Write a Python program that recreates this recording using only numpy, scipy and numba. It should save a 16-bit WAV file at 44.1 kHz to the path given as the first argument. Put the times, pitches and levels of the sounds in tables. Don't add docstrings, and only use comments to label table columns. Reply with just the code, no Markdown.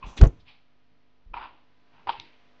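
import sys
import numpy as np
from scipy import signal
from scipy.fft import rfft, irfft
from scipy.io import wavfile
from numba import njit

SR = 44100
rng = np.random.default_rng(int(sys.argv[2]) if len(sys.argv) > 2 else 0)


def generate_wav(signal):
    frames = np.transpose(np.atleast_2d(signal))
    scaled = np.clip(frames, -1, 1) * 32767
    pcm = np.round(scaled).astype(np.int16)
    wavfile.write(sys.argv[1], SR, pcm)


def volts(x):
    e = np.asarray(x, float) / 20
    return 10 ** e


N = 114660
T = np.arange(N) / SR


def unit(x):
    return x / np.sqrt(np.mean(x ** 2))


@njit
def svf(x, hz, width):
    y, band_state, low_state = np.empty(len(x)), 0., 0.
    for i in range(len(x)):
        g, k = np.tan(np.pi * hz[i] / SR), width / hz[i]
        v = (band_state + g * (x[i] - low_state)) / (1 + g * (g + k))
        band_state = 2 * v - band_state
        low_state = low_state + 2 * g * v
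        y[i] = k * v
    return y


def band(x, hz, width):
    return svf(x, hz + 0. * T, 1. * width) * np.sqrt(SR / (np.pi * width))


def twice(x, hz, width):
    return band(band(x, hz, width), hz, width) * np.sqrt(2 * np.pi * width / SR)


def high_pass(hz):
    return signal.butter(2, hz, "high", fs=SR, output="sos")


def dull(x):
    return signal.sosfilt(signal.cheby2(4, 22, DULL_HZ * 1.133, fs=SR, output="sos"), x)


def swell(at, rise, fade, hold=0):
    d = T - at
    rising = np.exp(-np.minimum((d / rise) ** 2, 99))
    fading = np.exp(-np.maximum(d - hold, 0) / fade)
    return np.where(d < 0, rising, fading)


def push(at, length):
    return np.cos(np.pi * np.clip((T - at) / length, -.5, .5)) ** 2


def grains(per_s, spread_db):
    hit, size, sign = rng.random((3, N))
    level = volts(np.minimum(-spread_db * np.log(size + 1e-9), 10))
    return unit((hit < per_s / SR) * level * np.sign(sign - .5))


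DULL_HZ = 5300

# start in seconds, level in dB, length in seconds,
# direction.
AIR_PUSHES = [
    (.212, -11, .01, -1),
    (.2198, -3.7, .0115, 1),
    (.2293, -.5, .0058, -1),
    (.2495, -12, .003, -1),
    (.266, -14, .005, 1),
]
# pitch in Hz, level in dB, t60 in seconds.
BOOM_MODES = [(44.62, 0, 0.087), (87.74, -10, 0.056), (130, -7.5, 0.063), (191, -23, .05),
              (248.1, -23, .08), (314, -25.5, 0.061), (432.5, -16.5, .07)]


def slap_boom():
    force = sum(way * volts(db) * push(s + length / 2, length) for s, db, length, way in AIR_PUSHES)
    boom = 0
    for hz, db, t60 in BOOM_MODES:
        pole = np.exp(2j * np.pi * hz / SR - np.log(1000) / (t60 * SR))
        ring = signal.lfilter([1], [1, -pole], force).imag
        boom = boom + volts(db) * 2 * np.pi * hz / SR * ring
    return volts(1.77) * boom


# peak in seconds, level in dB, extra brightness in dB.
CRACK_ROWS = [
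    (.2134, 0, 7),
    (.217, -5, 3),
    (.238, 0, -1),
    (.251, -6, -9),
    (.257, -7, -8),
]
# centre in Hz, width in Hz, level in dB.
CRACK_BANDS = [(550, 600, 4), (1200, 1200, -5), (2300, 1800, -12), (3800, 2200, -19), (6000, 2000, -30),
               (8300, 1500, -29)]


def slap_crack():
    noise = rng.standard_normal(N)
    bursts = [(db, up, swell(s, .0006, .0026)) for s, db, up in CRACK_ROWS]
    low = noise * sum(volts(db) * burst for db, up, burst in bursts)
    high = noise * sum(volts(db + up) * burst for db, up, burst in bursts)
    bands = [volts(db) * twice(high if hz > 900 else low, hz, width) for hz, width, db in CRACK_BANDS]
    return volts(-26.5) * sum(bands)


# centre in seconds, level in dB, length in seconds.
GUST_ROWS = [(0.045, -31.5, 0.011), (0.068, -31, 0.013), (0.088, -37.5, 0.013), (0.109, -39.5, 0.0086),
             (0.193, -21.5, 0.0075), (0.332, -47.5, 0.012), (0.393, -48, 0.0051), (0.415, -60, 0.0064),
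             (1.266, -39.5, 0.012), (1.304, -38, 0.025), (1.347, -38, 0.0055), (1.368, -43.5, 0.0107),
             (1.395, -41, 0.0047), (2.082, -54.5, .008), (2.093, -54.5, 0.0081), (2.137, -43.5, 0.004)]


def gusts():
    air = -sum(volts(db) * push(s, length) for s, db, length in GUST_ROWS)
    return 2 * svf(air, 30 + 0. * T, 19.)


# pitch in Hz, width in Hz, level in dB.
RIM_RINGS = [(2646, 900, -2), (3280, 900, -14), (4630, 700, -14)]


def shoulder_and_rim(low, high, hollow):
    shoulder_level = volts(np.where(T < 1, -24, -8.5))
    shoulder = shoulder_level * twice(low, hollow * 1.32, 560)
    return shoulder + sum(volts(db) * twice(high, hz, width) for hz, width, db in RIM_RINGS)


HOLLOW_WIDTH_HZ = 270

# start in seconds, level in dB, fade in seconds,
# pitch of the hollow in Hz, brightness in dB.
PAT_ROWS = [(0.027, -37.5, 0.0045, 1060, -18), (.04, -45, 0.004, 964.1, -5.5),
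            (1.337, -45, 0.0026, 956, -8), (1.34, -29, 0.0022, 950, -18.5),
            (1.367, -33.5, .0025, 935, -11.5), (1.373, -35, 0.0039, 942, -13),
            (1.381, -40, 0.0048, 942, -11), (1.397, -40.5, 0.002, 920, -12),
            (1.412, -44, 0.0022, 960, -9.5), (1.416, -39, .003, 960, -8), (1.426, -37.5, 0.0033, 990, -9.5),
            (1.433, -42, .002, 1000, -13), (1.438, -40.5, 0.0024, 1000, -11.5),
            (1.457, -47, 0.0027, 980, -5), (2.071, -30, 0.0023, 900, -13),
            (2.075, -28.5, 0.0017, 900, -14.5), (2.08, -38, 0.0018, 900, -10),
            (2.085, -28, 0.0023, 935, -21), (2.092, -17, 0.003, 913, -13), (2.1, -24.5, 0.0014, 948, -18),
            (2.11, -38.5, 0.004, 880, -14), (2.122, -44, 0.0023, 900, 2), (2.127, -42, 0.0035, 854, 4.5),
            (2.165, -50, 0.0038, 880, -2)]


def hollow_pitch():
    rows = np.array(PAT_ROWS)
    latest = np.searchsorted(rows[:, 0], T + .002) - 1
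    return rows[np.clip(latest, 0, None), 3]


def pats(hollow):
    pops, low, high = 0, 0, 0
    for s, db, fade, hz, up in PAT_ROWS:
        rise = .55 * fade
        burst = swell(s + rise, rise, fade)
        pops = pops + volts(db + 4.5) * burst * np.sin(2 * np.pi * (hz * T + rng.random()))
        low = low + volts(db) * burst
        high = high + volts(db + up) * burst
    low_puff = low * np.sign(rng.standard_normal(N))
    high_puff = high * np.sign(rng.standard_normal(N))
    body = svf(pops, hollow, 2. * HOLLOW_WIDTH_HZ)
    return dull(body + shoulder_and_rim(low_puff, high_puff, hollow))


# start in seconds, hold in seconds, fade in seconds,
# level in dB, brightness in dB.
PATTER_ROWS = [
    (0.026, 0.026, 0.095, -51.5, -4.5),
    (1.331, .11, 0.028, -45, -6.5),
    (1.924, 0.083, 0.044, -64, -3),
    (2.066, 0.035, 0.035, -48, 1),
]


def patter(hollow):
    beds = [(db, up, swell(s + 0.0071, 0.0027, fade, hold)) for s, hold, fade, db, up in PATTER_ROWS]
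    low = sum(volts(db) * bed for db, up, bed in beds) * grains(2500, 3.5)
    high = sum(volts(db + up) * bed for db, up, bed in beds) * grains(2500, 3.5)
    body = twice(low, hollow, HOLLOW_WIDTH_HZ * 1.6)
    return dull(body + shoulder_and_rim(low, high, hollow))


# peak in seconds, pitch in Hz, half length in seconds, peak in dB.
SNAP_ROWS = [
    (2.1995, 3750, .001, -34),
    (2.1995, 2950, .0005, -33),
    (2.1995, 4300, .0005, -36),
    (2.1995, 5700, .0004, -41),
    (2.198, 2400, .0009, -41),
    (2.2017, 2300, .001, -41),
    (2.1995, 900, .002, -44),
]


def snap():
    ring = 0
    for s, hz, half, db in SNAP_ROWS:
        d = T - s
        ring = ring + volts(db) * np.exp(-(d / half) ** 2) * np.cos(2 * np.pi * hz * d)
    return ring


def rubbing(table, width):
    soft, bright = np.zeros(N), np.zeros(N)
    for s, rise, fade, db, hz in table:
        colour = twice(grains(5000, 2), hz, hz * width)
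        part = volts(db) * swell(s, rise, fade) * colour
        if hz < DULL_HZ:
            soft += part
        else:
            bright += part
    return dull(soft) + bright


# peak, rise and fade in seconds, level in dB, centre in Hz.
RUSTLE_ROWS = [(0.083, 0.028, 0.0566, -62.5, 4000), (.18, 0.0079, 0.017, -39.5, 3600),
               (.18, 0.0043, 0.012, -39, 2310), (2.097, 0.0057, 0.01, -41, 3900),
               (2.075, 0.0037, 0.023, -53, 4100), (.18, 0.0115, 0.0072, -44.5, 830),
               (0.23, 0.0075, 0.0058, -47.5, 2000), (.408, 0.012, 0.012, -62, 4000),
               (.485, 0.019, 0.057, -55.5, 2920), (0.49, 0.017, 0.049, -63, 900),
               (0.4905, 0.018, 0.063, -63.5, 4900), (1.5, 0.013, .03, -70.5, 1800),
               (2.17, 0.044, 0.13, -55, 2380), (1.482, 0.058, 0.095, -62.5, 2600),
               (1.517, 0.037, 0.083, -61.5, 890), (2.205, 0.0079, 0.053, -56, 4300),
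               (2.125, .012, .03, -53, 4000)]


def rustles():
    return rubbing(RUSTLE_ROWS, .8)


# peak, rise and fade in seconds, level in dB, centre in Hz.
DRAG_ROWS = [(.031, 0.0062, 0.0257, -49.5, 2540), (.08, 0.0238, 0.04, -61.5, 3350),
             (1.341, 0.0034, 0.0035, -40.5, 2500), (0.49, 0.017, 0.051, -59, 2410),
             (0.482, 0.0087, .03, -61.5, 3300), (0.27, 0.0024, .005, -48, 6400),
             (0.19, 0.0058, .004, -49, 5500), (1.372, 0.0042, .008, -46.5, 2200),
             (2.097, 0.0068, 0.0067, -36, 3200), (2.097, .004, 0.016, -49.5, 3800),
             (0.016, .007, 0.011, -55, 1020), (2.168, 0.006, 0.0081, -48, 2600)]


def drags():
    return rubbing(DRAG_ROWS, .2)


# peak, rise and fade in seconds, level in dB, centre in Hz.
FIZZ_ROWS = [
    (.08, .02, .1, -62, 6100),
    (.178, .01, .014, -51, 6200),
    (.18, .008, .012, -59, 8300),
    (.245, .015, .012, -55, 6000),
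    (.245, .015, .01, -60, 8000),
    (.41, .012, .012, -66, 5200),
]


def fizz():
    return rubbing(FIZZ_ROWS, .35)


# peak, rise and fade in seconds, level in dB, centre in Hz.
RUMBLE_ROWS = [(.07, 0.041, 0.064, -50, 147.6), (.19, 0.017, 0.031, -43, 289),
               (.225, 0.013, 0.024, -21, 342), (.24, 0.0047, 0.015, -29.5, 692),
               (.33, .02, 0.07, -50.5, 90.1), (.48, 0.017, 0.023, -64, 60.3),
               (.93, 0.023, 0.024, -70.5, 123.3), (1.3, 0.031, 0.058, -63.5, 153.3),
               (1.36, 0.03, 0.11, -57, 314), (1.45, 0.034, 0.033, -60, 59.6), (2.0, 0.076, 0.049, -68, 130),
               (2.09, 0.021, 0.038, -46.5, 383), (2.1, 0.043, 0.039, -57, 130),
               (2.2, 0.021, 0.032, -57, 112), (.06, .03, .07, -56, 430), (.34, .03, .05, -58, 240),
               (1.34, .004, .008, -46, 520), (2.08, .015, .02, -55.5, 70), (2.22, .03, .04, -60, 280),
               (.235, .012, .015, -38.5, 1300)]


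def rumbles():
    return rubbing(RUMBLE_ROWS, .8)


# multiple of 50 Hz, level in dB rms.
HUM_LINES = [(1, -81.5), (2, -80.5), (3, -81.5), (4, -92.5), (5, -75), (6, -80.5), (7, -96.5), (9, -84),
             (12, -86), (14, -84), (16, -87), (20, -83), (25, -86.5), (30, -88)]


def mains():
    multiples = np.arange(8, 70)
    scatter = 3 * rng.standard_normal(len(multiples))
    buzz = -90.5 - 3 * np.log2(multiples / 10) + scatter
    knots = np.arange(0, T[-1] + .12, .12)
    hum = 0
    for k, db in list(HUM_LINES) + list(zip(multiples, buzz)):
        waver_db = 2 * np.interp(T, knots, rng.standard_normal(len(knots)))
        tone = np.sin(2 * np.pi * (k * 50 * T + rng.random()))
        hum = hum + np.sqrt(2) * volts(db + waver_db) * tone
    return hum


# frequency in Hz, density in dB per Hz.
HISS_COLOUR = [(30, 4), (120, -1.5), (300, 1), (1000, -4), (2500, -6), (4500, -11.5), (6000, -20.5),
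               (7500, -36)]


def room_hiss():
    hz, shape = np.fft.rfftfreq(N, 1 / SR), np.array(HISS_COLOUR)
    colour = volts(np.interp(np.log(hz + 1), np.log(shape[:, 0]), shape[:, 1])) * (hz > 38)
    return volts(-70) * unit(irfft(rfft(rng.standard_normal(N)) * colour, N))


# time in seconds, gain in dB.
FLOOR_SWELL = [(0, 4.5), (.6, -3), (1.3, -4), (1.7, -1.5), (2.1, 3.5), (2.6, 3)]


def floor():
    both = mains() + room_hiss()
    upper = signal.sosfiltfilt(high_pass(200), both)
    return both + upper * (volts(np.interp(T, *np.array(FLOOR_SWELL).T)) - 1)


def room(sent):
    t = T[:SR // 2]
    tails = rng.standard_normal((2, len(t))) * np.exp(-np.log(1000) * t / .3) * (t > .004)
    tails = signal.sosfilt(signal.butter(2, 4000, fs=SR, output="sos"), tails)
    tails = tails / np.sqrt(np.sum(tails[0] ** 2))
    return volts(-18) * signal.fftconvolve(sent[None], tails, axes=1)[:, :N]


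def scene():
    hollow = hollow_pitch()
    crack = slap_crack()
    near = pats(hollow) + patter(hollow) + snap() + rustles() + drags() + fizz()
    lows = slap_boom() + gusts() + rumbles()
    background = floor()
    wet = room(near + volts(-11) * crack)
    side = volts(-22) * (wet[1] + np.roll(crack + near, SR // 4000))
    side = side + volts(-23.5) * np.roll(background, N // 3)
    side = signal.sosfilt(high_pass(3000), side)
    side = side + volts(-38) * np.roll(lows + near, SR // 300)
    return near + crack + lows + wet[0] + background + side * np.array([[1], [-1]])


def band_limit(x):
    return signal.sosfilt(signal.butter(12, 9550, fs=SR, output="sos"), x)


def record(dry):
    x = signal.sosfilt(signal.cheby2(10, 50, 9300 * 0.99, fs=SR, output="sos"), dry)
    return band_limit(np.clip(x + .0015, -1, 1))


dry = scene()
out = record(dry)
generate_wav(out)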